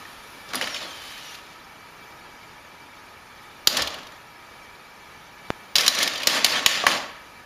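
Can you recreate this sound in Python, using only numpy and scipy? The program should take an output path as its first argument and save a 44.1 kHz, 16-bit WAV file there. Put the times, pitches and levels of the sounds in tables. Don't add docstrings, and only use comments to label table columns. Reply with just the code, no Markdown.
import sys
import numpy as np
from scipy import signal
from scipy.fft import rfft, irfft, next_fast_len
from scipy.io import wavfile
from scipy.ndimage import uniform_filter1d, map_coordinates

SR = 44100
rng = np.random.default_rng(int(sys.argv[2]) if len(sys.argv) > 2 else 0)


def gain_from_decibels(decibels):
    exponent = np.asarray(decibels, float) / 20
    return 10 ** exponent


def master_out(mix):
    frames = np.transpose(np.atleast_2d(mix))
    ceiling = np.clip(frames, -1, 1)
    pcm = np.round(ceiling * 32767).astype(np.int16)
    wavfile.write(sys.argv[1], SR, pcm)


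N = 328545
TIME = np.arange(N) / SR


def unit(x):
    return x / np.sqrt(np.mean(x ** 2) + 1e-20)


def along(points, hz):
    f, v = np.transpose(points)
    return np.interp(np.log(hz + 1), np.log(f + 1), v)


def curves(rows, silent_db=None):
    s, *columns = np.transpose(rows)
    return [np.interp(TIME, s, c, silent_db, silent_db) for c in columns]


def wobble(rate):
    knots = rng.standard_normal(int(N * rate / SR) + 4)
    return map_coordinates(knots, [TIME * rate])


def filtered(x, response):
    m = next_fast_len(len(x) + 8192)
    return irfft(rfft(x, m) * response(np.fft.rfftfreq(m, 1 / SR)), m)[:len(x)]


def bell(f, hz, width_hz):
    return 1j * f * width_hz / (hz * hz - f * f + 1j * f * width_hz)


def humps(f, peaks, lift):
    coarse = f[::16]
    power = sum(np.abs(lift * gain_from_decibels(db) * bell(coarse, hz, w)) ** 2 for hz, w, db in peaks)
    return np.interp(f, coarse, np.sqrt(1 + power))


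def flecked(x, depth_db):
    hz, _, z = signal.stft(x, SR, nperseg=1024)
    flecks = unit(uniform_filter1d(rng.standard_normal(z.shape), size=2, axis=1))
    depth = np.clip(hz / 4000, .15, 1)[:, None]
    return signal.istft(z * gain_from_decibels(depth_db * flecks * depth), SR, nperseg=1024)[1][:N]


def whine(rows, blur, lift_db):
    hz, db = curves(rows)[0], curves(rows, -150)[1]
    turn = 2 * np.pi * np.cumsum(hz) / SR + blur * wobble(160)
    return gain_from_decibels(db + lift_db + 1.5 * wobble(90)) * np.sin(turn)


# (time [s], level [dB])
FAN_LEVEL = [
    (0, -43),
    (1.5, -45),
    (4.3, -45),
    (7.45, -44.5),
]
# (frequency [Hz], level [dB per Hz])
FAN_AIR = [(12, -44), (20, -5), (74, -3), (112, -2.5), (746, -4), (811, -0.5), (1230, -9), (1410, -7.5),
           (2400, -7.5), (6540, -18.5), (8170, -22), (11400, -22.5), (15500, -30)]
# (frequency [Hz], width [Hz], level over the air [dB])
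CASE_RESONANCES = [(950, 15, -8), (1250, 113, 7.5), (1720, 120, 3.5), (2308, 39, 7.5), (4640, 100, -3.5)]
# (frequency [Hz], level [dB])
BLADE_TONES = [(861.3, -61), (958.2, -56.5), (1260, -62), (2347, -80)]


def fans():
    noise = flecked(rng.standard_normal(N), depth_db=4.5)
    air = filtered(noise, lambda f: gain_from_decibels(along(FAN_AIR, f)) * humps(f, CASE_RESONANCES, lift=1.55))
    tones = np.zeros(N)
    for hz, db in BLADE_TONES:
        level = gain_from_decibels(db + 0.5 + 1.2 * wobble(8.8))
        tones += level * np.sin(2 * np.pi * hz * TIME + 1.5 * wobble(4.9))
    return gain_from_decibels(curves(FAN_LEVEL)[0] - 1.0 + 0.46 * wobble(5.84)) * unit(air) + tones


# (time [s], frequency [Hz], level [dB])
COIL_WHISTLE = [
    (1.98, 15000, -75),
    (2.04, 14700, -68),
    (2.1, 13500, -67),
    (2.16, 13800, -67),
    (2.2, 13500, -75),
]


def coil():
    return whine(COIL_WHISTLE, blur=.5, lift_db=2)


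# (time [s], peak level [dB])
CABLE_POP = [
    (5.504, -3.5),
]


def pop():
    start_s, peak_db = CABLE_POP[0]
    t = TIME - start_s
    after = np.maximum(t, 0)
    rise = np.exp(np.minimum(t, 0) / .00005)
    swing = 1.18 * np.exp(-after / 0.00022) - 0.18 * np.exp(-after / 0.0016)
    push = np.where(t < 0, rise, swing)
    return gain_from_decibels(peak_db + 2.0) * filtered(push, lambda f: 1 / (1 + 1j * f / 4500))


# (frequency [Hz], time to fall 60 dB [s])
ROOM_DECAY = [(200, 0.32), (2000, 0.79), (8000, 0.42)]


def room(x):
    hz, t, z = signal.stft(rng.standard_normal(SR // 2), SR, nperseg=256)
    fall = gain_from_decibels(-60 * t / along(ROOM_DECAY, hz)[:, None])
    tail = signal.istft(z * fall, SR, nperseg=256)[1]
    late = np.pad(x, (250, 0))
    return signal.fftconvolve(late, tail / np.linalg.norm(tail))[:N]


# (time [s], frequency [Hz], level [dB])
GEAR_WHINE = [
    (0.65, 5660, -57),
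    (0.72, 5620, -46),
    (0.745, 5420, -38),
    (0.775, 4400, -48),
    (0.832, 3480, -49),
    (0.912, 3140, -48),
    (1.16, 3060, -52),
    (1.292, 2905, -51.5),
    (1.36, 2660, -53),
]
# (time [s], frequency [Hz], level [dB])
WHINE_PARTIALS = [
    (1.0, 3670, -64),
    (1.08, 3830, -55),
    (1.17, 3820, -53),
    (1.2, 5400, -70),
    (1.27, 5680, -50),
    (1.33, 5940, -58),
]


def gears():
    return whine(GEAR_WHINE, blur=1.25, lift_db=3.5) + whine(WHINE_PARTIALS, blur=1.25, lift_db=5)


# (start [s], stop [s], rub level [dB], boom over rub [dB], fizz over rub [dB])
MOTOR_RUNS = [
    (-.1, .5, -50.5, -17, -5.5),
    (.55, 1.34, -40.5, -12.5, -11.5),
    (1.36, 1.535, -51.5, -3, -12),
    (6.078, 6.862, -34.5, -3.5, -23),
]


def motor(t):
    spin_up_s, spin_down_s = .03, 0.077
    start, stop, db, boom_db, fizz_db = np.transpose(MOTOR_RUNS)[:, :, None]
    speed = np.clip(np.minimum((t - start) / spin_up_s, 1 + (stop - t) / spin_down_s), 0, 1)
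    return gain_from_decibels([db, db + boom_db, db + fizz_db, db]) * speed


# (time [s], swell time [s], peak level [dB], held back at first [dB], boom over rub [dB])
TRAY_SHUDDERS = [(.48, 0.026, -41.5, 6, -2), (.53, 0.032, -31, 10, -3.5), (0.611, 0.0087, -30, 12, -3),
                 (.665, 0.011, -32.5, 3, -11), (.74, 0.019, -33, -1, -12), (.8, 0.054, -42, 1, 1),
                 (3.675, 0.12, -23.5, 12.5, -6.5), (3.9, 0.089, -44.5, -2, 1),
                 (5.757, 0.035, -19, 12, -11.5), (5.81, 0.035, -22.5, 22, -8.5),
                 (5.885, 0.1, -21.5, 20, -10.5), (6.0, 0.065, -26, -4, -11),
                 (6.272, 0.089, -19.5, 6.5, -9.5), (6.448, .125, -22, 7.5, -10),
                 (6.664, 0.13, -24.5, 2, -13.5), (6.868, 0.069, -24, -2, -3.5)]


def shudders(t):
    fade, boom_gains, fizz_loses, top_loses = 134.5, 19, 87, 27
    s, swell, db, held_db, boom_db = np.transpose(TRAY_SHUDDERS)[:, :, None]
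    age = np.maximum(t - s, 0)
    rub = db - held_db * np.maximum(1 - age / swell, 0) - fade * np.maximum(age - swell, 0)
    boom = rub + boom_db + boom_gains * age
    fizz = rub - 11.5 + 0.57 * (db + 22.5) - fizz_loses * age
    top = rub + 2 - top_loses * age
    return gain_from_decibels([rub, boom, fizz, top]) * np.clip((t - s) / 0.0054, 0, 1)


def chatter(per_s, spiky_db):
    when, size = rng.random((2, N))
    sizes = gain_from_decibels(-spiky_db * np.log(size + 0.027))
    ticks = (when < per_s / SR) * sizes * rng.standard_normal(N)
    return flecked(unit(ticks) + 1.38 * rng.standard_normal(N), depth_db=4.5)


# (frequency [Hz], level [dB per Hz])
RUB_COLOUR = [(590, -39), (1000, -32), (1140, -4), (2130, -0.5), (2510, -1.5), (3790, -0.5), (7150, -9),
              (8130, -15), (9000, -18), (11700, -45), (19800, -120)]
BOOM_COLOUR = [(35, -47), (60, -21.5), (129, -13), (269, -3.5), (409, -9.5), (534, -1), (697, -3.5),
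               (1250, -6.5), (1620, -9), (2750, -120)]
FIZZ_COLOUR = [(6000, -58), (8000, -6), (10000, 3), (15000, -5)]
# (frequency [Hz], width [Hz], level [dB])
TRAY_RESONANCES = [(620, 76, -4.5), (1110, 39, 1.5), (1790, 91, 1), (2530, 180, -5), (3060, 450, -5.5),
                   (3540, 33, -1), (4260, 130, -16), (4500, 90, -9), (5370, 71, -26), (6990, 44, -24)]


def slide():
    t = TIME[::32]
    power = (shudders(t) ** 2).sum(1) + (motor(t) ** 2).sum(1)
    rub_gain, boom_gain, fizz_gain, top_gain = [np.interp(TIME, t, g) for g in np.sqrt(power)]

    def coloured(x, colour):
        return unit(filtered(x, lambda f: gain_from_decibels(along(colour, f)) * humps(f, TRAY_RESONANCES, lift=1.53)))

    grit = chatter(per_s=2500, spiky_db=4)
    rub, fizz = coloured(grit, RUB_COLOUR), coloured(grit, FIZZ_COLOUR)
    boom = coloured(grit[::-1], BOOM_COLOUR)
    top = filtered(rub, lambda f: 1 / (1 + (3500 / (f + 1)) ** 4))
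    scrape = rub_gain * (rub - top) + top_gain * top + fizz_gain * fizz
    return gain_from_decibels(-2.0) * (gain_from_decibels(1.04 * wobble(60)) * scrape + gain_from_decibels(1.07 * wobble(30)) * boom_gain * boom)


# (time [s], frequency [Hz], level [dB], time to fall 60 dB [s])
PANEL_RINGS = [(.545, 255.4, -34, 0.15), (.565, 255, -32, .2), (0.626, 515, -28, .07),
               (.624, 3530, -23, .03), (3.673, 5100, -14, .03), (3.673, 5880, -17, 0.038),
               (.555, 4920, -22, 0.033), (.745, 3020, -29, 0.043), (.762, 2440, -27, .04),
               (.764, 3030, -26, 0.034), (3.672, 4800, -5, .02), (3.73, 251, -35, 0.29), (3.8, 70, -39, .4),
               (3.821, 4100, -17, .03), (5.756, 4030, -8.5, .04), (5.757, 4700, -9.5, .04),
               (5.77, 154, -44, .25), (5.87, 62, -49, .25), (5.88, 4040, -5, 0.027),
               (6.838, 710, -14.5, 0.038), (6.839, 1154, -22, 0.11), (6.867, 1110, -4.5, 0.02),
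               (6.867, 1963, -9, 0.045), (6.868, 2270, -9, 0.03), (3.672, 1347, -7, 0.014),
               (3.673, 3120, -9.5, 0.015), (.054, 1840, -33, 0.033)]


def latch():
    out, t = np.zeros(N + SR), np.arange(SR // 3) / SR
    for s, hz, db, t60 in PANEL_RINGS:
        envelope = gain_from_decibels(db - 60 * t / t60) * (1 - np.exp(-t * hz / 0.46))
        out[round(s * SR):][:len(t)] += envelope * np.sin(2 * np.pi * hz * t)
    return out[:N]


# (frequency [Hz], time to fall 60 dB [s])
TRAY_MODES = [(680, 0.0046), (1130, 0.012), (1880, 0.011), (2250, 0.017), (2900, 0.015), (3250, 0.0073),
              (3750, 0.027), (4100, 0.027), (4650, 0.0084), (5300, 0.026), (5900, 0.023), (6800, 0.028)]


def contacts(events, t60, rise_s, ring, snap_share_db):
    s, db, hz, thud_db, snap_db = np.transpose(events)[:, :, None]
    size = 2048
    t, f = np.arange(size) / SR, np.fft.rfftfreq(size, 1 / SR)
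    noise = np.moveaxis(rng.standard_normal((len(s), 3, size)), 1, 0)
    crack, push, spit = noise * (1 - np.exp(-(t / rise_s) ** 2))
    struck = gain_from_decibels(3 * rng.standard_normal((len(s), len(TRAY_MODES))))
    modes = struck @ [bell(f, c, np.log(1000) / np.pi / np.clip(d, .008, .025)) for c, d in TRAY_MODES]
    fall = gain_from_decibels(-60 * t / np.clip(t60, .006, .05))

    def shaped(x, gain):
        y = irfft(rfft(x) * gain)
        return y / np.abs(y).max(1, keepdims=True)

    centre = bell(f, hz, 0.58 * hz) + 0.043 * bell(f, 2400, 2300)
    body = shaped(crack * fall, centre * (1 + ring * modes))
    thud = shaped(push * gain_from_decibels(-60 * t / 0.035), bell(f, 456, 1020) ** 2)
    snap = shaped(spit * fall, bell(f, 9940, 2500) ** 2)
    each = gain_from_decibels(db) * (body + gain_from_decibels(thud_db + 1.0) * thud + gain_from_decibels(snap_db + snap_share_db) * snap)
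    where = np.round(s * SR).astype(int) + np.arange(size)
    return np.bincount(where.ravel(), each.ravel(), N + size)[:N]


# (time [s], peak level [dB], centre [Hz])
UNLATCH_TICKS = [(0.488, -33, 4360), (0.502, -29, 1250), (0.574, -21, 3140), (0.621, -13, 2600),
                 (0.639, -18, 2240), (0.671, -16, 1720), (0.742, -23, 3060), (0.763, -25, 2990),
                 (0.816, -31, 2580), (1.175, -30, 3850), (1.348, -28, 3950)]
# (time [s], peak level [dB], centre
# [Hz])
TRAY_KNOCKS = [(3.724, -15.5, 4820), (3.768, -5, 4500), (3.819, -6.5, 4280), (3.872, -10.5, 3370),
               (3.94, -22, 3050), (3.985, -31, 2700), (4.029, -31, 3440), (4.067, -29.5, 3300),
               (4.119, -30, 1780), (5.807, -7, 4740), (5.862, -2.5, 3680), (5.947, -11, 4640),
               (5.986, -6, 4030), (6.027, -4.5, 5440), (6.133, -19, 3680), (6.155, -15, 3340),
               (6.176, -20.5, 3630), (6.2, -18, 2440), (6.218, -16, 3630), (6.231, -12, 3000),
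               (6.294, -15, 3730), (6.461, -5, 3000), (6.689, -15, 2570)]


def rattles():
    loose = []
    for s, db, hz in UNLATCH_TICKS + TRAY_KNOCKS:
        thud_db = -27 if s < 2 else -23.5
        loose.append((s, db, hz, thud_db, -24 + .3 * db))
    return gain_from_decibels(-3.0) * contacts(loose, t60=0.033, rise_s=0.0023, ring=0.99, snap_share_db=-9)


# (time [s], peak level [dB], centre [Hz], thud level [dB], snap level [dB])
HARD_BLOWS = [(0.052, -39, 1770, -14, -18), (0.534, -18, 1300, -18, -10), (.545, -18, 1140, -9, 6),
              (0.554, -21.5, 4900, -14, 24.5), (0.612, -13, 1640, -21, -20), (3.672, 1.5, 4440, -24, -39),
              (3.678, -23, 4590, -26, -30.5), (5.755, -3, 3740, -46, -29), (5.762, -7, 3940, -29, -33),
              (5.783, -5, 4190, -25, -24), (5.879, 2, 4450, -41, -14), (6.076, -8, 3700, -21, -28),
              (6.271, 1.5, 4170, -21.5, -20), (6.445, 2.5, 4200, -24, 3), (6.661, 2.5, 3500, -28.5, -19),
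              (6.838, -19, 738, 0, -26), (6.866, -2, 1880, -28, -36)]


def clacks():
    return gain_from_decibels(1.2) * contacts(HARD_BLOWS, t60=0.024, rise_s=.0004, ring=0.78, snap_share_db=-18.5)


def scene():
    hits = clacks() + rattles()
    rails = slide() + gears() + latch()
    echo = room(gain_from_decibels(-12) * hits + gain_from_decibels(-12) * rails)
    return (fans() + coil() + echo + rails + hits)[None]


# (frequency [Hz], shoulder width [Hz], core width [Hz])
NOTCH_BAND = (8115, 1470, 190)


def notched(f):
    hz, shoulder_hz, core_hz = NOTCH_BAND
    return (1 - .88 * bell(f, hz, shoulder_hz)) * (1 - .9 * bell(f, hz, core_hz))


def band_limit(f):
    treble = np.where(f < 15050, 1, gain_from_decibels(-32 - .012 * (f - 15050)))
    return treble * 1j * f / (15 + 1j * f)


def roll_off(x):
    return signal.sosfilt(signal.butter(12, 16340, fs=SR, output="sos"), x)


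def record(dry):
    x = dry[0] / (1 + np.abs(dry[0] / .93) ** 4) ** (1 / 4)
    x = x + 0.068 * x * x
    x = filtered(x, lambda f: notched(f) * band_limit(f)) + filtered(pop(), band_limit)
    return roll_off(x[None])


dry = scene()
out = record(dry)
master_out(out)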